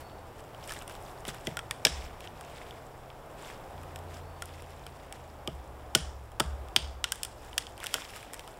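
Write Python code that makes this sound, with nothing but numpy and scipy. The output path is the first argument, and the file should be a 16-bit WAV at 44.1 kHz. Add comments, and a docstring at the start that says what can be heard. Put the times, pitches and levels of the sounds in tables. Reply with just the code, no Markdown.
"""In a plantation, gloved hands snap dead pine twigs off a trunk: each crack is a burst of noise ringing dry wood.
Hard pulls jolt the trunk, whose decaying modes knock and boom; the trunks around answer each crack with a hiss.
Boots, sleeves and bark crackle as crowds of tiny damped clicks, and a small bird whistles in gliding sines.
A far road drones: filtered noise for tyres, harmonics for an engine that wavers and then sinks, one steadier hum.
Low wind rumbles, and the microphone clips the loudest cracks."""
import sys
import numpy as np
from scipy import signal
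from scipy.fft import rfft, irfft, next_fast_len
from scipy.io import wavfile
from scipy.ndimage import uniform_filter1d, map_coordinates

SR = 44100
rng = np.random.default_rng(int(sys.argv[2]) if len(sys.argv) > 2 else 0)


def to_wav(s):
    """Save 16-bit WAV."""
    ch = np.atleast_2d(s).T  # columns
    pcm = np.round(np.clip(ch, -1, 1) * 32767)  # PCM
    wavfile.write(sys.argv[1], SR, pcm.astype(np.int16))


N = 378819  # length in samples

# Spectrum of the tyre roar: f/Hz, level/dB
ROAD_SPECTRUM = [(12, -31), (20, 0), (81, -1.5), (127, -4), (204, -9.5), (399, -5.5), (759, -2.5),
                 (1960, -19.5), (3250, -25.5), (4180, -26.5), (8180, -32.5), (14700, -28), (16000, -29)]
# Course of the tyre roar: t/s, level/dB
ROAD_COURSE = [(0, -48), (1.5, -47), (2.1, -48.5), (3.4, -47.5), (6.2, -50), (8.59, -49.5)]
# Engine: t/s, shaft f/Hz, level/dB, load/dB
ENGINE_COURSE = [(0, 26.3, -69, 17.5), (.6, 28, -68, 2.5), (1.4, 26, -61.5, 0), (2.2, 31.4, -62, -1),
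                 (3, 25.3, -60.5, -15), (3.65, 31, -66, 1), (3.8, 29, -57.5, 8), (4.1, 28.7, -60.5, 13.5),
                 (5, 27, -59.5, 5), (5.5, 24.5, -64, 11.5), (6.3, 21.3, -55.5, 4), (7, 21.3, -59.5, -2),
                 (7.5, 22, -59.5, 4), (8.59, 18, -78, 11)]
# Orders of the shaft, one row for each multiple below: level/dB, share of the load that lifts it/1
ENGINE_ORDERS = [(-4, .2), (-0.4, 0.96), (.1, .05)]
SHAFT_MULTIPLES = 2, 3, 5
# A second, steadier drone: t/s, f/Hz, level/dB
HUM_COURSE = [(0, 122.1, -63), (.8, 117.6, -59), (1.6, 116.8, -56.5), (2.3, 114.9, -75), (3.2, 118.5, -73),
              (3.6, 121, -70)]
WIND_DB, GUST_DB = -65, 3  # mean level; depth of the gusts
# Whistles, one list for each call: t/s, f/Hz, level/dB
BIRD_CALLS = [
    [(.015, 4370, -70), (.055, 4430, -62), (.12, 4470, -66), (.26, 4460, -77)],
    [(4.185, 3750, -76), (4.22, 4150, -72), (4.26, 4420, -70), (4.32, 4530, -70), (4.41, 4510, -73)],
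    [(6.53, 3400, -76), (6.56, 3600, -70), (6.585, 4100, -72), (6.61, 4200, -78)],
]

# Boots, sleeves and bark brushed: t of the peak/s, length/s, dull level/dB, crisp over dull level/dB
BRUSH_STROKES = [(.01, .03, -55, 1), (0.393, 0.037, -61, -1), (0.722, 0.15, -48, -0.5),
                 (0.924, 0.081, -54.5, -4), (1.066, 0.15, -65, 7), (1.292, 0.046, -43.5, -7),
                 (1.35, 0.057, -51.5, -8), (1.484, 0.13, -53.5, -5), (2.001, 0.22, -51.5, -24),
                 (2.246, 0.074, -56.5, -9), (2.465, 0.23, -58, -27), (2.66, 0.25, -57, -14),
                 (3.471, .15, -51, -10), (3.85, 0.19, -64, -15), (4.143, 0.074, -51.5, -4),
                 (4.5, 0.29, -59, -9), (4.827, 0.39, -65, -8), (5.13, 0.27, -64, -13),
                 (7.194, 0.22, -58.5, -13), (7.429, 0.1, -61, -3), (7.58, .3, -67, 4),
                 (7.84, 0.098, -49.5, -10), (7.96, .17, -46, -5), (8.165, 0.13, -50.5, -1.5),
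                 (8.28, 0.23, -59.5, -16), (8.45, 0.21, -62.5, 1.5)]
EDGE_DB, RISE_SHARE = -7.5, 0.49  # level at either end of the length; share of the length spent rising
STIR_DB = -72.5, -69.5  # dull and crisp crackle between the brushes

# Pulls that shake the trunk: t/s, knock level/dB, boom level/dB, hollow ring level/dB
TRUNK_JOLTS = [(1.275, -35, -55, -40), (1.469, -29.5, -53, -33.5), (1.851, -31, -35, -26),
               (5.474, -31.5, -37.5, -36.5), (5.950, -26.5, -33, -29.5), (6.400, -27.5, -30, -33),
               (6.762, -36, -34, -53), (7.942, -48, -66, -37)]
# Modes of the knock: f/Hz, level/dB, time to the peak/s, t60/s
KNOCK_MODES = [(346, 2.5, 0.0052, 0.032), (214, -3.5, 0.0089, 0.075), (133.7, -2.5, 0.02, 0.03),
               (157.7, -11.5, 0.057, 0.048)]
# Modes of the boom: f/Hz, level/dB, time to the peak/s, t60/s
BOOM_MODES = [(68.7, -1, 0.095, 0.68), (54.6, -7.5, 0.092, 0.91)]
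# Modes of the hollow ring: f/Hz, level/dB, time to the peak/s, t60/s
HOLLOW_MODES = [(636, -2, 0.01, 0.063), (451.5, -3.5, 0.0044, 0.082), (810, -1.5, 0.009, 0.017),
                (527, -5, 0.0029, 0.083), (268, -7.5, 0.0057, 0.1)]

# Decay of the sound scattered by the trunks: f/Hz, t60/s
FOREST_DECAY = [(500, 1), (2600, 0.33), (7000, 0.49), (15000, 0.092)]
ECHO_DB, ECHO_GROWS = -14.5, 0.061  # scattered over direct level for a 0 dB crack; dB more per dB of energy

# Breaks: t/s, energy level/dB, stub f/Hz, stub over 3 kHz ring level/dB, top over 3 kHz ring level/dB
TWIG_BREAKS = [(0.5467, -26.5, 1350, -5, -12), (0.6754, -18, 1630, 8, 14), (0.694, -17, 1320, -2, -1),
               (0.7074, -13.5, 1750, 10, 3), (0.7207, -13.5, 1280, 5, 9), (0.7366, -19, 1320, 0, 12),
               (0.8219, -20.5, 1160, 5, 5), (0.8778, -18, 2180, -11, 7), (0.8965, -20, 1590, 8, 3),
               (0.9518, -23, 1150, 2, -2), (1.2518, -16.5, 1380, -3, -6), (1.281, -14, 1490, -8, 10),
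               (1.3447, -21, 1530, 9, 7), (1.47, -6.5, 2040, -4, -7.5), (1.5698, -7, 1430, 5, 0),
               (1.5906, -10, 1330, 1, -6), (1.7096, -4.5, 1870, 1, 1), (1.85, 4, 1640, -2, 2),
               (1.8502, 10.5, 2310, -7, -3.5), (1.868, -0.5, 1720, -5, -8), (2.2057, -22, 1710, -15, -2),
               (2.2736, -19, 1780, -9, -20), (2.41, -20, 1160, 6, 6), (2.7084, -21.5, 1237, -7, -11),
               (3.102, -26, 1150, -7, -22), (3.779, -30, 1370, -13, -19), (3.8327, -27, 1250, 10, 10),
               (3.9593, -17.5, 1840, -2, 0.5), (3.989, -26, 1910, 1, 6), (4.4215, -10, 1410, 5.5, 5),
               (4.4563, -19.5, 1200, 4, 21), (4.622, -25, 1140, 3, 6), (4.8656, -19, 1152, -3, -0.5),
               (5.1249, -16, 2280, -3.5, 2), (5.4748, -8, 1240, -7.5, -8.5), (5.9492, 7, 2202, -14.5, -12),
               (5.9506, 6.5, 1476, 5, 11), (6.3177, -29, 1260, 7, 6), (6.3983, 0, 1500, 4, 3.5),
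               (6.4015, 3, 1310, 3.5, -3), (6.6852, -24.5, 1250, 6, -2), (6.7617, 9, 1434, -11.5, -9),
               (7.041, 0.5, 1430, -6.5, -7), (7.1203, -0.5, 1620, -2.5, 6.5), (7.1568, -21.5, 1360, -6, 7),
               (7.232, -3.5, 1820, -14, 8.5), (7.2491, -11, 1400, -6, 6.5), (7.53, -22.5, 1472, -13, -15),
               (7.5789, 2.5, 1997, -6, -0.5), (7.668, -18.5, 1550, -13, -10), (7.778, -23, 1700, -9, 2),
               (7.8021, -19, 1170, 1, -2), (7.8408, -11.5, 1460, 9, 10), (7.861, -13, 2220, -6, 0),
               (7.8674, -8.5, 1760, -15, -1), (7.9407, 1, 1460, -5, 1), (8.0195, -19, 1180, -4, -16),
               (8.1616, -17, 1250, 9, 8), (8.334, -14, 1487, 7, 13), (8.3421, -15, 1930, 4, 11),
               (8.3939, -18, 1740, -15, -3), (8.4765, -20, 1340, 5, 1)]
# Resonances of dry wood in the 3 kHz, 5 kHz and top groups: f/Hz, width/Hz (of each of two stages), level/dB
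WOOD_GROUPS = [
    [(2410, 900, -5.5), (3113, 770, 6.5), (4110, 3500, -14)],
    [(5140, 2300, 0)],
    [(6700, 810, -16), (8930, 2800, 3.5), (10300, 2600, 4.5), (14500, 15000, 0)],
]
# Resonances of the piece left on the trunk: multiple of its pitch/1, width at STUB_LOSS_HZ/Hz, level/dB
STUB_MODES = [(1, 113, 6), (.7, 1350, -6), (1.35, 1060, -13)]
STUB_LOSS_HZ, STUB_LOSS_GROWS = 1420, 1.2  # widths grow as this power of the pitch over this reference in Hz
HOLD_S, HOLD_GROWS = .0017, .27  # tearing time in s at 0 dB energy; dB longer per dB stronger
DULL_HZ, DULL_FALLS = 12000, 0.15  # treble corner of a 0 dB crack; dB lower per dB of energy
FIVE_DB, FIVE_FOLLOWS, FIVE_GROWS = -3.5, .4, 0.28  # 5 kHz over 3 kHz ring; dB per dB of top, of energy
SPLINTER_S, SPLINTER_DB = .003, 5  # a break this soon after another is a thin splinter: stronger 5 kHz ring

# Microphone response: f/Hz, level/dB
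MIC_RESPONSE = [(1000, 0.5), (3500, 0.5), (4250, -4.5), (5400, 0), (6300, -4.5), (7500, 0.5), (15000, -6.5)]
CLIP, KNEE = .54, 8  # full swing of the input; hardness of its corner
TOP_HZ = 16000  # upper band limit


def amp(db):
    """Level: an amplitude ratio is ten to the power dB/20."""
    return 10 ** (np.asarray(db) / 20)


def unit(x):
    """Normalization: a signal divided by its rms has rms 1."""
    return x / np.sqrt(np.mean(x ** 2) + 1e-20)


def along(points, hz):
    """Interpolation of (f, value) points on a logarithmic frequency axis."""
    f, v = np.transpose(points)
    return np.interp(np.log(hz + 1), np.log(f + 1), v)


def curves(rows):
    """Linear interpolation in time: one value per sample for each column after t."""
    s, *cols = np.transpose(rows)
    return [np.interp(np.arange(N) / SR, s, c) for c in cols]


def wobble(count):
    """Random fluctuation: a smooth curve, stepped every 64 samples, through random knots."""
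    knots = rng.standard_normal(count + 1)
    places = np.linspace(0, count, N // 64 + 1)
    return map_coordinates(knots, [places]).repeat(64)[:N]


def filtered(x, response):
    """Linear filtering: the spectrum is multiplied by a response of frequency."""
    m = next_fast_len(len(x) + 8192)  # padded against wrap-around
    return irfft(rfft(x, m) * response(np.fft.rfftfreq(m, 1 / SR)), m)[:len(x)]


def resonance(f, hz, width_hz):
    """Simple resonator: a causal band-pass response with peak gain 1."""
    return 1j * f * width_hz / (hz * hz - f * f + 1j * f * width_hz)


def tone(rows):
    """Frequency modulation: a sine's phase integrates its frequency; it is silent outside its rows."""
    hz, db = curves(rows)
    t = np.arange(N) / SR
    sounding = (t > rows[0][0]) * (t < rows[-1][0])
    return amp(db) * np.sqrt(2) * np.sin(2 * np.pi * np.cumsum(hz) / SR) * sounding


def add(track, s, sound):
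    """Superposition: a sound is added to the track from s seconds on."""
    part = track[round(s * SR):][:len(sound)]
    part += sound[:len(part)]


def wind():
    """Turbulence noise: low resonant noise whose level varies in gusts."""
    rumble = unit(filtered(rng.standard_normal(N), lambda f: resonance(f, 30.3, 25) ** 2))
    return amp(WIND_DB + GUST_DB * wobble(count=25)) * rumble


def tyre_roar():
    """Broadband rolling noise, its spectrum thinned by distance."""
    level_db, = curves(ROAD_COURSE)
    roar = unit(filtered(rng.standard_normal(N), lambda f: amp(along(ROAD_SPECTRUM, f))))
    return amp(level_db + 0.95 * wobble(count=30)) * roar


def engine():
    """Periodic excitation: orders at multiples of the shaft rate, wavering in level on the way."""
    shaft_hz, level_db, load_db = curves(ENGINE_COURSE)
    turn = 2 * np.pi * np.cumsum(shaft_hz) / SR
    out = np.zeros(N)
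    for k, (order_db, load_share) in zip(SHAFT_MULTIPLES, ENGINE_ORDERS):
        gain = amp(level_db + order_db + load_share * load_db + wobble(count=30))
        out += gain * np.sqrt(2) * np.sin(k * turn)
    return out


def hum():
    """Amplitude modulation: one drone of slowly gliding pitch whose level wavers."""
    return tone(HUM_COURSE) * amp(2.5 * wobble(count=30))


def bird():
    """Multipath fading: thin far whistles flicker in level, blurred by many paths through the trees."""
    blur = 1 + .3 * wobble(count=1200)
    return sum(tone(call) for call in BIRD_CALLS) * amp(1.2 * wobble(count=350)) * blur


def crackle(hz, spread, count, spiky_db, hiss):
    """Granular noise: tiny damped clicks of scattered pitch and size over a fine hiss, rms 1."""
    draw = rng.random((count, 2))  # place and size of each click
    pitch = np.clip(hz * np.exp(spread * rng.standard_normal((count, 1))), 300, 15000)
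    t = np.arange(64) / SR
    size = amp(-spiky_db * np.log(draw[:, 1:] + 0.0048))  # few large, many small
    grains = size * np.sin(2 * np.pi * pitch * t) * np.exp(-t * pitch / 2.5)
    at = (draw[:, :1] * N).astype(int) + np.arange(len(t))
    clicks = unit(np.bincount(at.ravel(), grains.ravel(), N + len(t))[:N])
    fine = unit(filtered(rng.standard_normal(N), lambda f: resonance(f, hz, 3.2 * spread * hz)))
    return unit(clicks + hiss * fine)


def rustle():
    """Frictional noise of needles, bark and cloth: brushes swell a crisp and a dull crackle that clump."""
    t = np.arange(0, N + 64, 64) / SR  # coarse time for the envelopes
    s, length, db, crisp_db = np.transpose(BRUSH_STROKES)[..., None]
    span = length * np.where(t < s, RISE_SHARE, 1 - RISE_SHARE)
    swell = amp(db + EDGE_DB * (np.abs(t - s) / span) ** 2.07)
    dull_stir, crisp_stir = amp(STIR_DB)
    now = np.arange(N) / SR
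    dull_gain = np.interp(now, t, dull_stir + np.sum(swell, axis=0))
    crisp_gain = np.interp(now, t, crisp_stir + np.sum(swell * amp(crisp_db), axis=0))
    clumps_db = 2.5 * wobble(count=500)
    crisp = crackle(8200, 0.51, count=9000, spiky_db=5.5, hiss=0.73)
    dull = crackle(2680, 0.45, count=5000, spiky_db=3.5, hiss=0.82)
    return amp(clumps_db) * (crisp_gain * crisp + dull_gain * dull)


def trunk():
    """Dispersion: bending waves are slow in the bass, so the knock slides down and the boom swells late, beating."""
    out, t = np.zeros(N), np.arange(SR * 3 // 4) / SR
    for s, *layers_db in TRUNK_JOLTS:
        for modes, db in zip((KNOCK_MODES, BOOM_MODES, HOLLOW_MODES), layers_db):
            for hz, level_db, peak, t60 in modes:
                swell = np.sin(np.pi / 2 * np.clip(t / peak, 0, 1)) ** 8.1
                decay_db = -60 * np.maximum(t - peak, 0) / t60
                fade = amp(level_db + rng.normal(0, 0.5) + decay_db)
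                add(out, s, amp(db) * swell * fade * np.sin(2 * np.pi * hz * t))
    return out


def forest(crack, wet_db):
    """Multiple scattering: trunks at all distances return a dying hiss; many paths blur the crack's spectrum."""
    hz, t = np.fft.rfftfreq(256, 1 / SR), np.arange(120) * 128 / SR  # bins and frames
    power = uniform_filter1d(np.abs(rfft(crack)) ** 2, size=30)[::8]
    shape = len(hz), len(t)
    z = rng.standard_normal(shape) + 1j * rng.standard_normal(shape)
    z *= np.sqrt(np.abs(power))[:, None] * amp(-60 * t / along(FOREST_DECAY, hz)[:, None])
    z *= amp(2.0 * rng.standard_normal(len(t)))  # single trunks stand out of the hiss
    tail = signal.istft(z, SR, nperseg=256)[1]
    tail *= np.clip(np.arange(len(tail)) / SR / 0.002, 0, 1)  # fades in over 2 ms
    return amp(wet_db) * tail * np.linalg.norm(crack) / np.linalg.norm(tail)


def body(f, modes):
    """Modal sum: two-stage resonances of (f, width, level) with alternating sign."""
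    return sum(amp(db) * resonance(f, hz, width) ** 2 * (-1) ** k for k, (hz, width, db) in enumerate(modes))


def tearing(t, db):
    """Fracture: fibres part in a burst of uneven ticks round one main crack; thick wood tears for longer."""
    hold = HOLD_S * amp(HOLD_GROWS * db)
    rise = np.clip(t / (0.72 * hold), 0, 1)
    release = amp(-60 * np.maximum(t - hold, 0) / (8.6 * hold))
    ticks = rise * release * rng.standard_normal(len(t)) * amp(4.7 * rng.standard_normal(len(t)))
    ticks[round(.45 * hold * SR)] += 1.16 * np.linalg.norm(ticks)  # the main crack
    return ticks


def snaps():
    """Forced resonance: tearing drives stub and dry wood; stronger cracks lose treble, high stubs ring shorter."""
    out, t = np.zeros(N), np.arange(2048) / SR
    f = np.fft.rfftfreq(len(t), 1 / SR)
    groups = [body(f, modes) for modes in WOOD_GROUPS]
    gaps = np.diff(np.transpose(TWIG_BREAKS)[0], prepend=0)
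    for gap, (s, db, stub_hz, stub_db, top_db) in zip(gaps, TWIG_BREAKS):
        widen = (stub_hz / STUB_LOSS_HZ) ** STUB_LOSS_GROWS
        stub = body(f, [(stub_hz * ratio, width * widen, level) for ratio, width, level in STUB_MODES])
        dull = 1 / (1 + 1j * f / (DULL_HZ * amp(-DULL_FALLS * db))) ** 2
        rings = irfft(rfft(tearing(t, db)) * dull * np.array([stub, *groups]))
        rings /= np.linalg.norm(rings, axis=1, keepdims=True)
        five_db = FIVE_DB + FIVE_FOLLOWS * top_db + FIVE_GROWS * db + SPLINTER_DB * (gap < SPLINTER_S)
        mix = amp([stub_db, 0, five_db, top_db])
        crack = amp(db) * mix / np.linalg.norm(mix) @ rings
        add(out, s, crack)
        add(out, s, forest(crack, ECHO_DB + ECHO_GROWS * db))
    return out


def scene():
    """Superposition of all sources at one microphone."""
    road = tyre_roar() + engine() + hum()
    return (wind() + road + bird() + rustle() + trunk() + snaps())[None]


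def record(dry):
    """Transduction: the treble has two fixed notches, the input saturates, and the band limit cuts the top."""
    x = filtered(dry[0], lambda f: amp(along(MIC_RESPONSE, f)))
    x = x / (1 + np.abs(x / CLIP) ** KNEE) ** (1 / KNEE)
    return filtered(x, lambda f: np.clip((TOP_HZ - f) / 300, 0, 1))[None]


dry = scene()
out = record(dry)
to_wav(out)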